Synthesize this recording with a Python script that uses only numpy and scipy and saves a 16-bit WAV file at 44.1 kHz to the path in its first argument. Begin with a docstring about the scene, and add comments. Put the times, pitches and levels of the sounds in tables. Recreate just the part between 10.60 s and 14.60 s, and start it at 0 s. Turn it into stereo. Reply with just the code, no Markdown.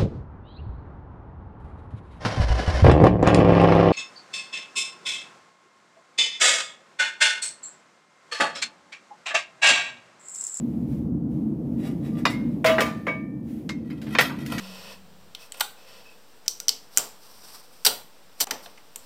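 """A wooden shed with a steady low rumble; a sleeve brushes past the close stereo microphone.
A rusty iron pan is lifted off a shelf of scrap and set down with a rocking clatter; then a flat steel
bar is knocked loose and dragged over a steel plate in the pile. Blows ring the modes of pan, bar and
plate and the crowded modes of the pile; in a scrape, rust grains catch and slip and ring the metal."""
import sys
import numpy as np
from scipy import signal
from scipy.fft import rfft, irfft
from scipy.io import wavfile
from scipy.ndimage import uniform_filter1d

SR = 44100
rng = np.random.default_rng(int(sys.argv[2]) if len(sys.argv) > 2 else 0)


def generate_wav(sig):
    """Save sig (samples, or channels by samples) to the path in sys.argv[1] as 16-bit PCM at SR."""
    pcm = np.round(np.clip(np.atleast_2d(sig).T, -1, 1) * 32767).astype(np.int16)
    wavfile.write(sys.argv[1], SR, pcm)


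N = 176400
TIME_S, FREQS_HZ = np.arange(N) / SR, np.fft.rfftfreq(N, 1 / SR)
RING_S = np.arange(SR) / SR


def amp(db):
    """Decibels to gain."""
    return 10 ** (np.asarray(db) / 20)


def unit(x):
    """Scale to rms 1."""
    return x / np.sqrt(np.mean(x ** 2) + 1e-20)


def at_hz(points, hz):
    """Read (frequency [Hz], value) points on a log-frequency axis."""
    point_hz, value = np.transpose(points)
    return np.interp(np.log(hz + 1), np.log(point_hz + 1), value)


def envelope(points):
    """Gain over time from (time [s], level [dB]) points."""
    return amp(np.interp(TIME_S, *np.transpose(points)))


def placed(x, left_db):
    """Lean a stereo pair: left over right by left_db."""
    return x * amp([[left_db / 2], [-left_db / 2]])


def add(mix, start_s, sound):
    """Mix a sound in at start_s."""
    part = mix[:, round(start_s * SR):][:, :sound.shape[1]]
    part += sound[:, :part.shape[1]]


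def noise(gain, correlation=0):
    """Stereo noise of rms 1 with a given spectrum and left-right correlation."""
    a, b = rfft(rng.standard_normal((2, N)))
    mid, side = a * np.sqrt(1 + correlation), b * np.sqrt(1 - correlation)
    return unit(irfft(np.array([mid + side, mid - side]) * gain, N))


def coloured(x, gain):
    """Minimum-phase filter with the given gain over FREQS_HZ."""
    cepstrum = irfft(np.log(np.maximum(gain, 1e-5)), N)
    fold = 1 + np.sign(N / 2 - np.arange(N))
    fold[0] = 1
    taps = irfft(np.exp(rfft(cepstrum * fold)), N)[:2048]
    return signal.fftconvolve(x, taps[None], axes=1)[:, :x.shape[1]]


def ring(modes, strike_db=0, spread_s=0.0032):
    """Decaying stereo sines of a struck piece; they build up as the blow spreads through it."""
    hz, db, t60_s, lead_rad = np.transpose(modes)[:, :, None]
    fade = amp(db + strike_db - 60 * RING_S / t60_s) * (1 - np.exp(-RING_S / spread_s))
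    phase = 2 * np.pi * hz * RING_S
    return np.array([(fade * np.sin(phase + side * lead_rad / 2)).sum(0) for side in (1, -1)])


def background(top_hz=1600, deep_hz=165, hiss_db=-72.5):
    """Low rumble with droning peaks, over faint hiss; the deep part swells on its own."""
    # (frequency [Hz], relative density [dB])
    rumble_colour = [(20, -46.5), (42, -25), (55, -15), (74, -5), (93, -12.5), (130, -0.5), (195, -2),
                     (225, 2), (300, -4.5), (335, -8), (400, -20), (470, -17), (600, -24.5), (850, -31),
                     (1250, -40), (1800, -47.5)]
    # (time [s], level [dB])
    rumble_level = [(0, -28.5), (1.0, -27), (2.0, -27.5), (2.3, -31), (2.6, -32.5), (3.4, -32.5),
                    (3.8, -30.5)]
    # (frequency [Hz], left-right correlation [1])
    rumble_correlation = [(30, 1), (130, 0.93), (300, 0.85), (700, 0.11), (2000, 0.09)]
    # narrow peaks: (frequency [Hz], half width [Hz], level [dB])
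    drones = [(141.67, 3.9, -39), (171.6, 7.5, -44), (217.2, 6.9, -37), (237.1, 2.7, -38.5),
              (301.6, 8.7, -38)]
    # deep part against the rest: (time [s], gain [dB])
    deep_level = [(0, -6), (.35, 4), (.9, -4), (1.35, -3), (2.5, -4.5), (3.2, -4)]
    correlation, swell = at_hz(rumble_correlation, FREQS_HZ), envelope(rumble_level)
    rumble = noise(amp(at_hz(rumble_colour, FREQS_HZ)) / (1 + (FREQS_HZ / top_hz) ** 4), correlation)
    drone = sum(amp(db) * noise(1 / (1 + ((FREQS_HZ - hz) / width_hz) ** 2), correlation)
                for hz, width_hz, db in drones)
    low = swell * (rumble + drone / swell.max())
    deep = irfft(rfft(low) / (1 + (FREQS_HZ / deep_hz) ** 10), N)
    hiss = amp(hiss_db) * noise((FREQS_HZ + 500) ** -0.3)
    return placed(low + (envelope(deep_level) - 1) * deep, left_db=-1.5) + hiss


def sleeve():
    """Cloth rustles softly as the arm moves."""
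    # (time [s], level [dB])
    rustle_level = [(0, -60), (.26, -61.5), (.33, -54.5), (.42, -62), (.52, -73), (.68, -75), (.72, -61),
                    (.82, -64.5), (.98, -68), (1.2, -60), (2.45, -62.5), (2.65, -71), (2.82, -69.5),
                    (2.9, -55), (2.98, -57), (3.07, -62), (3.25, -74)]
    # (frequency [Hz], relative density [dB])
    rustle_colour = [(300, -7), (1000, -1.5), (2200, 2.5), (4000, -4.5), (8000, -8), (13000, -5.5),
                     (16000, -5.5)]
    return envelope(rustle_level) * noise(amp(at_hz(rustle_colour, FREQS_HZ)))


def pile_ring(length, ragged_db=6, life_spread=0.5, hold_s=0.0022, shed_db=-21, shed_t60_s=0.56):
    """Crowded modes of the pile: noise bands, each with its own strength and decay, plus the shed's tail."""
    # (frequency [Hz], T60 [s])
    pile_decay = [(300, 0.2), (1000, 0.2), (2000, 0.088), (5000, 0.13), (14000, 0.13)]
    bins, frame = 513, 1024
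    apart_hz, ragged_hz = 1372, 2700  # channels independent, modes most uneven, from here up
    hz, t, (left, other) = signal.stft(rng.standard_normal((2, SR)), SR, nperseg=frame)
    apart_rad = np.pi / 2 * np.minimum(hz / apart_hz, 1)[:, None]
    bands = np.array([left, np.cos(apart_rad) * left + np.sin(apart_rad) * other])
    scatter = unit(rng.standard_normal((bins, 1)) + 0.5 * rng.standard_normal((2, bins, 1)))
    scatter = np.clip(scatter, -2, 2) * np.minimum(hz / ragged_hz, 1)[:, None]
    t60_s = length * at_hz(pile_decay, hz)[:, None] * np.exp(life_spread * scatter)
    strength = amp(ragged_db * scatter)
    strength /= np.sqrt(uniform_filter1d(strength ** 2, size=15, axis=1))
    pile_fade = amp(-60 * np.maximum(t - hold_s, 0) / t60_s)  # shelf reflections hold the level briefly
    shed_fade = amp(shed_db - 60 * t / shed_t60_s)
    return signal.istft(bands * strength * np.hypot(pile_fade, shed_fade), SR, nperseg=frame)[1][:, :SR]


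def loose_pieces(partials_hz, count=60, t60_s=0.12):
    """Stray partials of loose scrap: a random set, each with its own strength, phase and decay."""
    strength = rng.exponential(1, (2, count))
    life = rng.uniform(0.38, 0.98, (count, 1))
    phasors = strength * np.exp(2j * np.pi * rng.random((2, count))) / np.sqrt((strength ** 2).sum() / 4)
    hz = rng.choice(partials_hz, (count, 1), replace=False)
    waves = np.exp((2j * np.pi * hz - np.log(1000) / (t60_s * life)) * RING_S[:SR // 2])
    return (phasors @ waves).real


def plate_ring(strike_db=(0, 0), split_hz=25):
    """The warped steel plate rings in close, beating pairs of modes."""
    # (frequency [Hz], level [dB], T60 [s])
    plate_modes = [(720, -25, 0.16), (1365, -17.5, 0.11), (1850, -28, 0.14), (1936, -17.5, 0.16),
                   (1984, -20, 0.2), (2547, -21.5, .18), (3230, -24.5, 0.21), (3675, -22.5, 0.12),
                   (4500, -28.5, 0.13), (4830, -33.5, .2), (5300, -32.5, .22), (6230, -35, 0.24),
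                   (10103, -36, 0.2), (10900, -44, .17), (11488, -32, .13), (12821, -33, .13),
                   (14540, -32, .11)]
    # where strike_db applies: (frequency [Hz])
    strike_hz = (4000, 11000)
    hz, db, t60_s = np.transpose(plate_modes + plate_modes)
    hz = hz + split_hz * np.sqrt(hz / strike_hz[0]) * rng.uniform(-1, 1, len(hz))
    lead_rad = rng.uniform(-2, 2, len(hz))
    weight_db = at_hz(np.c_[strike_hz, strike_db], hz[:, None])
    return ring(np.c_[hz, db, t60_s, lead_rad], weight_db) / np.sqrt(2)


def pan_ring(strike_db):
    """The iron pan's modes, weighted by where it is touched."""
    # (frequency [Hz], level [dB], T60 [s], left lead [rad])
    pan_modes = [(496, -5, 0.14, 1), (642, 5.5, 0.42, 1.47), (1008, -1.5, 0.27, -1.5), (1190, 0, 0.44, -2),
                 (1480, -17.5, .25, 10), (1750, -12, 0.75, 4), (1800, -14.5, 0.87, 1.5),
                 (2120, -13.5, 0.17, 4), (2250, 1, 0.3, 0.66), (2322, -17, 0.74, 4.5),
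                 (2640, -10.5, 0.2, 1.5), (2940, -15, 0.3, 4.5), (3310, -10.5, 0.18, 1),
                 (3700, -18, 0.19, -5.5), (3810, -14, 0.28, 1.5), (4700, -15, 0.2, 2.5),
                 (5055, -18.5, 0.25, -2), (5530, -15.5, .15, 1), (6060, -24.5, 0.29, -5.5),
                 (6400, -24, 0.25, -3), (7000, -21.5, .2, 0)]
    # where strike_db applies: (frequency [Hz])
    strike_hz = (642, 1190, 2249, 3200, 5000)
    return ring(pan_modes, at_hz(np.c_[strike_hz, strike_db], np.array(pan_modes)[:, :1]))


def scrape(stroke, piece, piece_db, grains_per_s=700, spread_db=3.5, clump_db=2, clump_s=0.0045):
    """Rust grains catch and slip in clumps, ringing the pile and, piece_db against it, the rubbed piece."""
    # (frequency [Hz], gain [dB])
    pile_colour = [(250, -10.5), (600, 0), (1300, -2), (2200, 1.5), (4000, -9), (7000, -15.5),
                   (12000, -15.5), (16000, -23)]
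    clumps = amp(clump_db * unit(uniform_filter1d(rng.standard_normal(N), round(clump_s * SR))))
    sizes = amp(spread_db * np.minimum(rng.exponential(1, N), 4))
    grit = clumps * sizes * rng.choice([-1, 1], N) * (rng.random(N) < grains_per_s / SR)
    pile = coloured(pile_ring(length=0.54), amp(at_hz(pile_colour, FREQS_HZ)))
    body = unit(unit(pile) + amp(piece_db) * unit(piece)) / np.sqrt(SR)
    return signal.fftconvolve((unit(grit) * envelope(stroke))[None], body, axes=1)[:, :N]


def sliding():
    """The pan is dragged off the pile; later the bar is dragged over the plate."""
    # (time [s], level [dB])
    pan_stroke = [(1.12, -96), (1.20, -49), (1.27, -41.5), (1.37, -70), (1.42, -58.5), (1.46, -46.5),
                  (1.52, -61), (1.59, -43), (1.65, -67.5), (1.71, -32), (1.76, -60), (1.87, -76),
                  (1.92, -56), (2.0, -86)]
    # (time [s], level [dB])
    bar_stroke = [(3.15, -100), (3.26, -57), (3.40, -57.5), (3.49, -52), (3.54, -36.5), (3.58, -69),
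                  (3.65, -30), (3.73, -68), (3.79, -43), (3.87, -50), (3.92, -33), (4.0, -37.5)]
    pan = scrape(pan_stroke, pan_ring(strike_db=(-5.5, -0.5, -2, -8.5, 10)), piece_db=-9.5)
    bar = scrape(bar_stroke, plate_ring(), piece_db=-2.5)
    return placed(pan + bar, left_db=2)


def pan_skid():
    """Friction feeds one mode of the pan for a moment, then chokes it."""
    # (peak time [s], half length [s], frequency [Hz], level [dB], left lead [rad])
    squeals = [(1.57, .04, 1186, -49, -1.5), (2.078, 0.018, 1185, -12.5, -3.5), (2.12, 0.022, 2930, -34, 1)]
    out = np.zeros((2, N))
    for peak_s, half_s, hz, db, lead_rad in squeals:
        t = TIME_S - peak_s
        swell = amp(db) * np.exp(-(t / half_s) ** 2)
        out += swell * np.sin(2 * np.pi * hz * t + np.array([[lead_rad], [-lead_rad]]) / 2)
    return out


def plate_chatter():
    """The bar bangs on the plate and chatters against its edge."""
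    # (time [s], mode gain at 4 kHz [dB], at 11 kHz [dB])
    blows = [(3.586, 2.5, -10), (3.605, -12, -2), (3.652, -16, -29)]
    out = np.zeros((2, N))
    for start_s, *strike_db in blows:
        add(out, start_s, plate_ring(strike_db))
    return placed(out, left_db=-1.5)


def bar_clang(note_hz=2134):
    """The struck steel bar gives a clang and one long note, which the hand damps."""
    # (frequency [Hz], level [dB], T60 [s], left lead [rad])
    bar_modes = [(587, -3, .12, 1.5), (985, -6.5, 0.43, 2.2), (1378, -3, 0.12, 3.5), (2013, 4, .18, 1.5),
                 (2464, -2, 0.14, 0.5), (3750, -10, .1, 4.5), (3900, -18, 0.29, 1), (4880, 0, .07, -0.5),
                 (5130, 1.5, 0.064, 1.5), (5200, -20, .35, 1), (5540, -28, 0.2, 0.5), (7160, -11, .14, 1),
                 (7700, -28, 0.293, 4.5), (10480, -24, .2, 0)]
    # (time [s], clang gain [dB], note level [dB], note T60 [s])
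    blows = [(1.653, -23, -49, 0.35), (1.724, -47, -33.5, 0.36), (2.062, -27.5, -28, 0.38),
             (3.092, -44.5, -31, 0.19), (3.304, -52.5, -47, 0.15)]
    out, clang = np.zeros((2, N)), ring(bar_modes)
    for start_s, clang_db, note_db, t60_s in blows:
        add(out, start_s, amp(clang_db) * clang + ring([(note_hz, note_db, t60_s, 0)]))
    return placed(out, left_db=-2)


def pan_clatter():
    """The pan rocks as it is set down, ringing differently at each point of contact."""
    # (time [s], mode gain at each of pan_ring's five strike frequencies [dB])
    blows = [(2.046, -14, -21.5, -29, -16, -29), (2.094, -18, -27, -36, -18, -29),
             (2.206, -42.5, -17.5, -29, -25, -22), (2.470, -33, -25, -65, -36, -36),
             (2.4805, -48, -47, -20.5, -37, -55)]
    out = np.zeros((2, N))
    for start_s, *strike_db in blows:
        add(out, start_s, pan_ring(strike_db))
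    return out


def pile_knocks(gain_db=-2.1, low_cut_hz=414, loose_db=-7.5, crack_db=-5.5, crack_s=0.019, crack_hz=3000):
    """Iron knocks on the scrap, shaking pile, loose pieces and shed; the first contact is brighter."""
    # (time [s], relative level in each of the six bands [dB], ring length [x], left over right [dB])
    knocks = [ (1.6532, -22, -11, -15.5, -14.5, -33, -48.5, 0.64, 3.5),
              (2.0443, -16.5, -19.5, -16.5, -29, -32, -45, 1.3, 1.5),
              (2.06, -49, -19, -11, -20.5, -29, -39, 1.26, 0.5),
              (2.0917, -26.5, -26, -22, -32, -50, -55, 2.4, 3),
              (2.1827, -11, -19, -13, -30, -50, -57, 0.98, -2),
              (2.192, -26.5, -31, -24, -46, -45, -60, 1.6, 14.5),
              (2.2056, -27, -27, -13, -20.5, -28.5, -37, 0.78, 0),
              (2.2620, -36, -35, -33, -39, -47, -56, 1.77, 0),
              (2.468, -20, -29, -19.5, -41, -51.5, -62, 1.25, 1.5),
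              (3.092, -43.5, -32, -28, -30.5, -38, -59.5, 0.46, 7.5),
              (3.3020, -67, -44.5, -41.5, -46.5, -64, -66, 1.03, 0.5),
              (3.4160, -43, -54, -42, -45.5, -52, -60.5, 1.2, 4.5),
              (3.4674, -48, -44, -41, -46, -65, -69, 1.1, 0),
              (3.5503, -28, -21.5, -19, -25.5, -43, -68, 0.56, 4),
              (3.5859, -14, -17, -6, -15, -24.5, -40.5, 0.81, 2),
              (3.608, -43, -21, -17, -21, -31.5, -32.5, 0.86, 2.5),
              (3.6970, -36, -29.5, -34.5, -42, -65, -68, 1.35, -3),
              (3.862, -60, -53, -32, -38, -41.5, -49.5, 0.58, 5),
              (3.9813, -59, -32, -25.5, -29.5, -34.5, -51, 0.87, 1)]
    # (band centre [Hz])
    band_hz = (500, 1100, 2000, 4000, 7000, 13000)
    # body of the loaded shelf: (frequency [Hz], gain [dB])
    shelf_colour = [(390, -4.5), (500, 1), (620, -2), (780, -3.5), (1050, -0.5), (1500, 2), (1900, 2),
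                    (2500, 1), (3200, -1.5), (5000, 0), (8500, 1), (13000, 7.5)]
    out, partials_hz = np.zeros((2, N)), rng.uniform(3400, 15000, 110)
    low_cut = 1 / np.sqrt(1 + (low_cut_hz / (FREQS_HZ + 1)) ** 6)
    for start_s, *band_db, length, left_db in knocks:
        body = pile_ring(length)
        treble = signal.lfilter(*signal.butter(1, crack_hz, "high", fs=SR), body)
        body += amp(crack_db) * np.exp(-RING_S / crack_s) * treble
        add(body, 0, amp(loose_db) * loose_pieces(partials_hz))
        density_db = np.array(band_db) + 10 * np.log10(SR / 2 / np.array(band_hz))
        colour_db = at_hz(np.c_[band_hz, density_db], FREQS_HZ) + at_hz(shelf_colour, FREQS_HZ)
        add(out, start_s, placed(coloured(body, amp(colour_db) * low_cut), left_db))
    return amp(gain_db) * out


def scene():
    """Blows and friction over sleeve and rumble, in stereo."""
    blows = pile_knocks() + pan_clatter() + bar_clang() + plate_chatter()
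    return blows + pan_skid() + sliding() + sleeve() + background()


def record(dry):
    """Low-pass at 15.6 kHz."""
    taps = signal.firwin(255, 15600, window=("kaiser", 8), fs=SR)
    return signal.oaconvolve(dry, taps[None], "same")


dry = scene()
out = record(dry)
generate_wav(out)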